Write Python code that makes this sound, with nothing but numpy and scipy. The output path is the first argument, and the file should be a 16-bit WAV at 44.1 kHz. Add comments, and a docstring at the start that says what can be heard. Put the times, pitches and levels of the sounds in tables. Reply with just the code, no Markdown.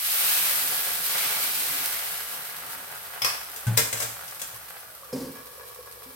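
"""A small, hard-walled kitchen: batter is ladled and spread on a hot iron griddle. Each stroke wets fresh
iron, and thousands of tiny bursting bubbles fizz, spit and boil, dying down as the batter sets.
Off to the left the ladle is put down with a clink and a steel lid is picked up with a boom and a clatter.
The lid lands on the pan with a hollow knock, and the sizzle goes on, ringing in the cavity under it."""
import sys
import numpy as np
from scipy import signal
from scipy.fft import rfft, irfft, next_fast_len
from scipy.io import wavfile

SR = 44100
rng = np.random.default_rng(int(sys.argv[2]) if len(sys.argv) > 2 else 0)


def waveform_to_disk(signal):
    """Save audio, clipped to [-1, 1], as 16-bit WAV at the path in sys.argv[1]."""
    frames = np.transpose(np.atleast_2d(signal))
    scaled = np.clip(frames, -1, 1) * 32767
    samples = np.round(scaled).astype(np.int16)
    wavfile.write(sys.argv[1], SR, samples)


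N = 271215
TIME = np.arange(N) / SR

# the pour, then each sweep of the ladle: (start [s], length [s], steam [dB], churning [dB])
STROKES = [(-.06, 0.33, -21, -38.5), (0.686, 0.22, -32, -42), (1.056, .13, -26, -33.5),
           (1.465, 0.15, -28, -40)]
# tone of boiling batter: (frequency [Hz], level [dB])
BUBBLING_SPECTRUM = [(40, -42), (90, -21), (130, -13), (175, -6.5), (225, -11), (330, -15.5), (400, -5),
                     (620, 0.5), (830, 1.5), (1200, 2.5), (1550, 3.5), (2300, -4.5), (3200, -10),
                     (6000, -18.5), (12000, -59)]


def amp(db):
    """Decibels to gain."""
    return 10 ** (np.asarray(db) / 20)


def unit_rms(x):
    """Scales to rms 1."""
    return x / np.sqrt(np.mean(x ** 2) + 1e-20)


def curves(rows):
    """Turns (time, values...) breakpoints into one curve per value."""
    times, *columns = np.transpose(rows)
    return [np.interp(TIME, times, column) for column in columns]


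def coloured(x, spectrum):
    """Equalises a signal along a log-frequency curve, at rms 1."""
    size = next_fast_len(x.shape[-1])
    hz, db = np.transpose(spectrum)
    gain = amp(np.interp(np.log(np.fft.rfftfreq(size, 1 / SR) + 1), np.log(hz + 1), db))
    return unit_rms(irfft(rfft(x, size) * gain, size)[..., :x.shape[-1]])


def add(mix, start, sound):
    """Mixes a sound in at `start` seconds."""
    part = mix[round(start * SR):][:len(sound)]
    part += sound[:len(part)]


def resonate(x, hz, width):
    """A resonance of gain 1 that follows the curve hz."""
    turn = np.exp(2j * np.pi * np.cumsum(hz) / SR)
    pole = np.exp(-np.pi * width / SR)
    return 2 * (turn * signal.lfilter([1 - pole], [1, -pole], x / turn)).real


def room(x, early_db, late_db, early_t60=0.092, late_t60=0.46, shared_hz=330):
    """Dense echoes from the stove and near walls, then the kitchen's tail; bass is alike in both ears."""
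    t = np.arange(SR * 3 // 5) / SR
    near, far = rng.standard_normal((2, 2, len(t))) * (rng.random((2, 2, len(t))) < .2)
    near = unit_rms(near * amp(-60 * t / early_t60) * (t > .001))
    far = unit_rms(far * amp(-60 * t / late_t60) * (1 - np.exp(-t / 0.0025)))
    left, right = rfft((amp(early_db) * near + amp(late_db) * far) / np.sqrt(len(t)))
    shared = 1 / (1 + (np.fft.rfftfreq(len(t), 1 / SR) / shared_hz) ** 4)
    echoes = irfft(np.array([left, shared * left + np.sqrt(1 - shared ** 2) * right]))
    return signal.oaconvolve(np.atleast_2d(x), echoes, axes=1)[:, :N]


def from_left(x, far_ear_db, lag_samples=16):
    """The right ear hears it later and weaker."""
    return np.array([x, amp(far_ear_db) * np.pad(x, (lag_samples, 0))[:N]])


def wetting(levels_db, rise_power, dry_s, fall_power):
    """Each stroke swells while it wets fresh iron, then dries off; their energies add."""
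    energy = 1e-12
    for (start, length, *_), db in zip(STROKES, levels_db):
        swell = np.clip((TIME - start) / length, 0, 1) ** rise_power
        drying = np.exp(-(np.maximum(TIME - start - length, 0) / dry_s) ** fall_power)
        energy += (amp(db) * swell * drying) ** 2
    return np.sqrt(energy)


def simmering(level_db, fall_db_per_s):
    """The simmer builds with the pour and fades steadily as the batter sets."""
    start, length, *_ = STROKES[0]
    return np.clip((TIME - start) / length, 0, 1) * amp(level_db - fall_db_per_s * TIME)


def bursts(per_s, spread_db, candidates=60000):
    """Tiny bubbles burst all over the pan, each with its own size and delay between the ears."""
    out = np.zeros((2, N))
    when, side, chance, sign, size = rng.random((candidates, 5)).T
    at = (when * (N - 1)).astype(int)
    lag = np.round((side - .5) * 20).astype(int)
    size = np.sign(sign - .5) * amp(spread_db * np.minimum(-np.log(size + 1e-9), 6))
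    size *= chance < per_s[at] * N / SR / candidates  # the rate decides which ones burst
    np.add.at(out[0], at, size)
    np.add.at(out[1], (at + lag) % N, size)
    return unit_rms(out / np.sqrt(per_s))


def frying(spectrum, per_s, spread_db, hiss_db):
    """Separate bursts and their echoes over a smooth hiss of steam."""
    pops = bursts(per_s, spread_db)
    pops = unit_rms(pops + room(pops, early_db=0, late_db=-1.5))
    return coloured(pops + amp(hiss_db) * rng.standard_normal((2, N)), spectrum)


def steam_level(steam_db):
    """Envelope of the fizz: strokes, simmer and flares, ducked as the lid comes between pan and ears."""
    # a wet spot flares up: (time [s], level [dB])
    flares = [(1.06, -27.5), (1.44, -25.5), (1.86, -32), (2.063, -35), (2.345, -35.5), (2.725, -35.5),
              (4.78, -47), (5.68, -44.5)]
    flaring = sum(amp(db) * np.exp(-((TIME - middle) / 0.033) ** 2) for middle, db in flares)
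    stirred = wetting(steam_db, rise_power=0.39, dry_s=.7, fall_power=1.6)
    shade_db = np.interp(TIME, (4.35, 4.9), (0, -4))
    steam = np.hypot(stirred, simmering(-37.5, fall_db_per_s=.65)) * amp(shade_db)
    return np.hypot(steam, flaring)


def fizzing(per_s):
    """Steam escapes in a bright, fine fizz."""
    # its airy tone: (frequency [Hz], level [dB])
    spectrum = [(400, -33.5), (1500, -7), (3000, -5), (5000, -5), (7200, -8), (8500, -1.5), (9400, -3),
                (11000, -1), (13000, 2.5), (16000, -5)]
    return frying(spectrum, per_s, spread_db=4.0, hiss_db=0.0)


def spitting(churn_db, pressed, per_s):
    """Churned batter spits; the gap under the ladle's bowl colours it, most when pressed down."""
    # midrange bite of the spitting: (frequency [Hz], level [dB])
    spectrum = [(300, -34), (1100, -3), (1600, -14), (2150, 2.5), (2800, 1), (3300, 2), (4100, 2),
                (5400, -2.5), (7500, -4.5), (16000, -40)]
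    # the gap's lowest resonance: (time [s], pitch [Hz], gain [dB])
    gap_sweep = [(.1, 2780, 8), (.35, 2700, 12.5), (.7, 1700, 11), (1.05, 1890, -2), (1.21, 2120, 5),
                 (1.31, 1520, 11.5), (1.44, 1500, 11), (1.53, 1740, 0), (1.85, 2010, 10)]
    # its resonances: (multiple of the lowest, width [Hz], gain [dB])
    gap_modes = [(1, 300, -2), (1.4, 250, -9), (2.25, 250, -21)]
    level = wetting(churn_db, rise_power=0.66, dry_s=0.48, fall_power=0.92)
    spit = level * frying(spectrum, per_s, spread_db=4.0, hiss_db=-3.5)
    gap_hz, gap_db = curves(gap_sweep)
    gap = sum(resonate(spit, ratio * gap_hz, width) * amp(db) for ratio, width, db in gap_modes)
    return spit + pressed * amp(gap_db) * gap


def sizzle():
    """Strokes stir up fizz, spitting and bubbling over a fading simmer."""
    # the ladle eases off: (middle [s], half length [s], dip [dB])
    lifts = [(1.064, 0.075, -3), (1.565, .055, -4)]
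    pressed = amp(sum(db * np.exp(-((TIME - middle) / half) ** 2) for middle, half, db in lifts))
    _, _, steam_db, churn_db = np.transpose(STROKES)
    steam = steam_level(steam_db)
    churned = wetting(churn_db - 3.5, rise_power=0.58, dry_s=0.59, fall_power=0.83)
    boil = np.hypot(churned, simmering(-37, fall_db_per_s=1.94))
    per_s = 8000 * (steam / steam.max()) ** .7  # a quieter pan has fewer bursts
    fizz = steam * fizzing(per_s)
    spit = spitting(churn_db, pressed, per_s / 2)
    bubbling = pressed * boil * frying(BUBBLING_SPECTRUM, per_s / 3, spread_db=3.0, hiss_db=-12.5)
    return fizz + spit + under_lid(bubbling, boil)


def room_tone():
    """A low kitchen rumble common to both ears, and faint moving air at each."""
    # the rumble: (frequency [Hz], level [dB])
    kitchen = [(20, -37), (45, -27), (64, 12.5), (85, -16), (115, 6), (170, -37), (300, -8), (1000, -3),
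               (8000, -73)]
    # moving air: (frequency [Hz], level [dB])
    draught = [(20, -29), (60, 4), (130, 4), (220, 0.5), (600, -22), (4000, -43)]
    rumble = amp(-61.0) * coloured(rng.standard_normal(N), kitchen)
    return rumble + amp(-66.0) * coloured(rng.standard_normal((2, N)), draught)


def stirring():
    """The ladle drags through the batter; at each rub the iron's faint hum swells and fades."""
    # the bowl rubs on the iron: (middle [s], length [s], level [dB])
    rubs = [(0.707, 0.92, -57.5), (1.294, 0.66, -54.5), (1.714, 0.4, -51.5), (2.363, 0.2, -62.5),
            (2.743, 0.55, -62)]
    # the iron's hum: (frequency [Hz], level [dB])
    pan_hum = [(60, -19), (170, -2.5), (220, -54), (262, 5), (310, -11.5), (420, -1.5), (900, -36),
               (4000, -60)]
    pressure = sum(amp(db) * np.cos(np.pi * np.clip((TIME - middle) / length, -.5, .5))
                   for middle, length, db in rubs)
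    return pressure * coloured(rng.standard_normal(N), pan_hum)


def droplet_snaps(fall_s=0.0012):
    """A droplet bursts on the hot iron with a thin, dry tick."""
    # droplets: (time [s], level [dB])
    snaps = [(2.952, -31.5), (3.7318, -35), (4.2562, -37), (4.564, -37), (4.8019, -37), (5.5792, -40)]
    # tone of a tick: (frequency [Hz], level [dB])
    spectrum = [(1000, -25), (6000, -11), (10000, 0), (16000, -6)]
    out, t = np.zeros(N), np.arange(SR // 50) / SR
    for start, db in snaps:
        add(out, start, amp(db) * coloured(rng.standard_normal(len(t)), spectrum) * np.exp(-t / fall_s))
    return out + room(out, early_db=6, late_db=-8)


def struck(blows, modes, scuff, rise_s, held_s=1, polarity=1):
    """Each blow is a brief rough contact that sets the modes ringing; a hand damps them after held_s."""
    out, t = np.zeros(N), np.arange(SR // 2) / SR
    ring = sum(polarity ** k * amp(db - 60 * t / t60) * np.sin(2 * np.pi * hz * t)
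               for k, (hz, db, t60) in enumerate(modes))
    ring /= 1 + (t / held_s) ** 10
    attack = 1 - np.exp(-t / rise_s)
    for start, scuff_db, fall_s, ring_db in blows:
        contact = coloured(rng.standard_normal(len(t)), scuff) * np.exp(-t / fall_s)
        add(out, start, (amp(scuff_db) * contact + amp(ring_db) * ring) * attack)
    return out


def ladle_clink():
    """The ladle is put down on the left with a short, bright ring."""
    # its contacts: (time [s], scuff [dB], scuff decay [s], ring [dB])
    blows = [(3.2187, -14.5, 0.0026, -20), (3.2455, -12, 0.0043, -27), (3.254, -31.5, 0.079, -48)]
    # its ring: (pitch [Hz], level [dB], t60 [s])
    modes = [(1073, -21, 0.12), (1430, -16, 0.06), (2160, -14, 0.12), (3490, -15, 0.12),
             (4690, -6.5, 0.045), (4930, -6, .06), (5130, 3, 0.028), (5160, -10, 0.036), (10300, -20, .15)]
    # contact noise: (frequency [Hz], level [dB])
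    scuff = [(150, -37), (700, 3), (2200, 2.5), (3400, 2), (3850, -5), (4400, -1), (5050, 5.5), (6000, 0),
             (6700, -8), (7600, -4), (13000, -1.5), (16000, -9)]
    clink = struck(blows, modes, scuff, rise_s=0.00054)
    return from_left(clink, far_ear_db=-9.0) + room(clink, early_db=-1.5, late_db=1.0)


def lid_boom():
    """The lid's thin dome flexes slowly, giving a soft-edged boom."""
    # flexes: (time [s], scuff [dB], scuff decay [s], ring [dB])
    blows = [(3.218, -58, 0.0099, -46), (3.666, -29.5, 0.054, -18), (3.803, -58, .01, -38),
             (3.928, -55, 0.016, -40.5), (4.033, -54, .02, -43), (4.278, -62, 0.011, -56),
             (4.527, -66, .01, -52)]
    # the dome's ring: (pitch [Hz], level [dB], t60 [s])
    modes = [(115.5, 1, 0.8), (123.4, 0, 0.22), (840, -19, 0.26), (1520, -4.5, 0.085)]
    # dull thump: (frequency [Hz], level [dB])
    scuff = [(35, -38), (90, -10), (170, 8), (300, -11.5), (2000, -13.5), (16000, -53)]
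    boom = struck(blows, modes, scuff, rise_s=0.012, held_s=0.12)
    return boom + room(boom, early_db=-18, late_db=-14, shared_hz=100)


def lid_clatter():
    """The steel lid rattles as it is picked up on the left."""
    # its contacts: (time [s], scuff [dB], scuff decay [s], ring [dB])
    blows = [(3.561, -27, 0.005, -49), (3.667, -30, 0.0089, -59.5), (3.7705, -19, 0.0049, -56),
             (3.7742, -6.5, 0.0037, -31), (3.7785, -18.5, 0.014, -29), (3.7925, -17, 0.0045, -27),
             (3.9275, -18, 0.0064, -35), (3.965, -33.5, 0.095, -69), (4.002, -17, 0.0036, -42),
             (4.021, -24, 0.012, -35.5), (4.278, -33, 0.0077, -71), (4.395, -33, 0.0093, -66),
             (4.4165, -21, 0.0045, -60), (4.5267, -42, 0.0043, -63)]
    # the steel's ring: (pitch [Hz], level [dB], t60 [s])
    modes = [(273.6, -14.5, 0.16), (380, -10.5, 0.11), (453.6, -9, 0.19), (534, -8, 0.1), (1360, -5, 0.061),
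             (1609, 1, 0.072), (2065, -2, 0.046), (2390, 3, 0.042), (5900, -11, 0.11), (7340, -3, 0.049),
             (8700, -3, 0.075), (12040, -2, 0.071)]
    # contact noise: (frequency [Hz], level [dB])
    scuff = [(100, -6), (210, -13), (310, -24), (390, -8), (540, 1.5), (850, -0.5), (2200, 1.5),
             (4200, -1.5), (8000, 3), (10000, -0.5), (14500, 1), (16000, -6.5)]
    clatter = struck(blows, modes, scuff, rise_s=0.0004)
    return from_left(clatter, far_ear_db=-11.0) + room(clatter, early_db=-3.0, late_db=-0.5)


def under_lid(bubbling, boil, lowering_s=(4.5, 5.15)):
    """The descending lid trades the open bubbling for the deepening tones of the air under it."""
    # cavity resonances: (base pitch [Hz], width [Hz], gain [dB])
    modes = [(505, 53, 11), (1040, 130, -6), (1176, 59, 3), (1797, 55, -3), (2485, 33, 5), (3490, 110, -6),
             (4440, 180, 0), (5750, 410, 6.5)]
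    # the cavity deepens: (time [s], factor on its pitch)
    deepening = [(4.6, 1.6), (4.85, 1.28), (5.0, 1.1), (5.15, 0.88), (5.4, 0.94), (6.15, 0.93)]
    bend, = curves(deepening)
    covered = np.interp(TIME, lowering_s, (0, 1))
    fat_bubbles = bursts(per_s=np.full(N, 60), spread_db=1)
    sputter = amp(-4) * boil * coloured(fat_bubbles, BUBBLING_SPECTRUM)
    cavity = sum(resonate(bubbling + sputter, hz * bend, width) * amp(db) for hz, width, db in modes)
    return amp(-13 * covered ** 1.9) * bubbling + covered ** 2.4 * cavity


def large_bubbles():
    """A large bubble is a short note that rises as its skin opens."""
    # single plops: (time [s], level [dB], starting pitch [Hz], t60 [s])
    plops = [(4.556, -36, 1060, 0.043), (4.757, -38, 780, 0.039), (5.032, -26, 1120, 0.014),
             (5.322, -37, 425, 0.059), (5.577, -35.5, 510, 0.046), (5.627, -33, 503, 0.038),
             (5.693, -38, 487, .05), (5.787, -29.5, 480, 0.048), (5.908, -44, 483, 0.033),
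             (5.967, -37, 480, 0.036), (6.002, -37, 483, 0.036)]
    out, t = np.zeros(N), np.arange(SR // 8) / SR
    for start, db, hz, t60 in plops:
        swell = 1 - np.exp(-(hz * t / 2) ** 2)
        chirp = np.sin(2 * np.pi * hz * t * (1 + 0.081 * t / t60))
        add(out, start, amp(db - 60 * t / t60) * swell * chirp)
    return out + room(out, early_db=-11.0, late_db=-14)


def lid_knock():
    """The lid lands on the pan with a hollow knock and settles."""
    # landing and settling: (time [s], scuff [dB], scuff decay [s], ring [dB])
    blows = [(5.127, -32.5, 0.032, -28.5), (5.1575, -36, 0.095, -44), (5.2035, -36.5, 0.055, -45),
             (5.248, -38.5, 0.028, -53), (5.318, -57, 0.016, -62), (6.055, -58, 0.035, -50)]
    # ring of the seated lid: (pitch [Hz], level [dB], t60 [s])
    modes = [(128, -11, .25), (186, -7, .25), (258, -3.5, .85), (273, -5.5, .7), (393, -6, .25),
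             (430, -10, .22), (483, -3, .13), (518, -7, .4), (926, -18, .3), (1109, -20, .35),
             (2396, -27, .25), (4750, -13, .06), (5335, -8, .08)]
    # contact noise: (frequency [Hz], level [dB])
    scuff = [(35, -28), (65, -11), (95, -5), (160, 1.5), (280, -1), (340, -6.5), (500, 2), (680, -14),
             (1100, -18), (2000, -24), (3600, -25), (5000, -17), (7000, -24), (9500, -22), (16000, -27)]
    # neighbouring modes start in opposition, so a close pair swells and throbs
    knock = struck(blows, modes, scuff, rise_s=0.0012, held_s=0.21, polarity=-1)
    return knock + room(knock, early_db=-11, late_db=-14, shared_hz=320)


def scene():
    """The pan in front, the utensils to the left."""
    cooking = sizzle() + stirring() + droplet_snaps() + large_bubbles()
    utensils = ladle_clink() + lid_boom() + lid_clatter() + lid_knock()
    return cooking + utensils + room_tone()


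def record(dry, edge_hz=16080):
    """A steep low-pass trims the very top."""
    lowpass = signal.firwin(511, edge_hz, window=("kaiser", 9), fs=SR)
    return signal.oaconvolve(dry, lowpass[None], "same")


dry = scene()
out = record(dry)
waveform_to_disk(out)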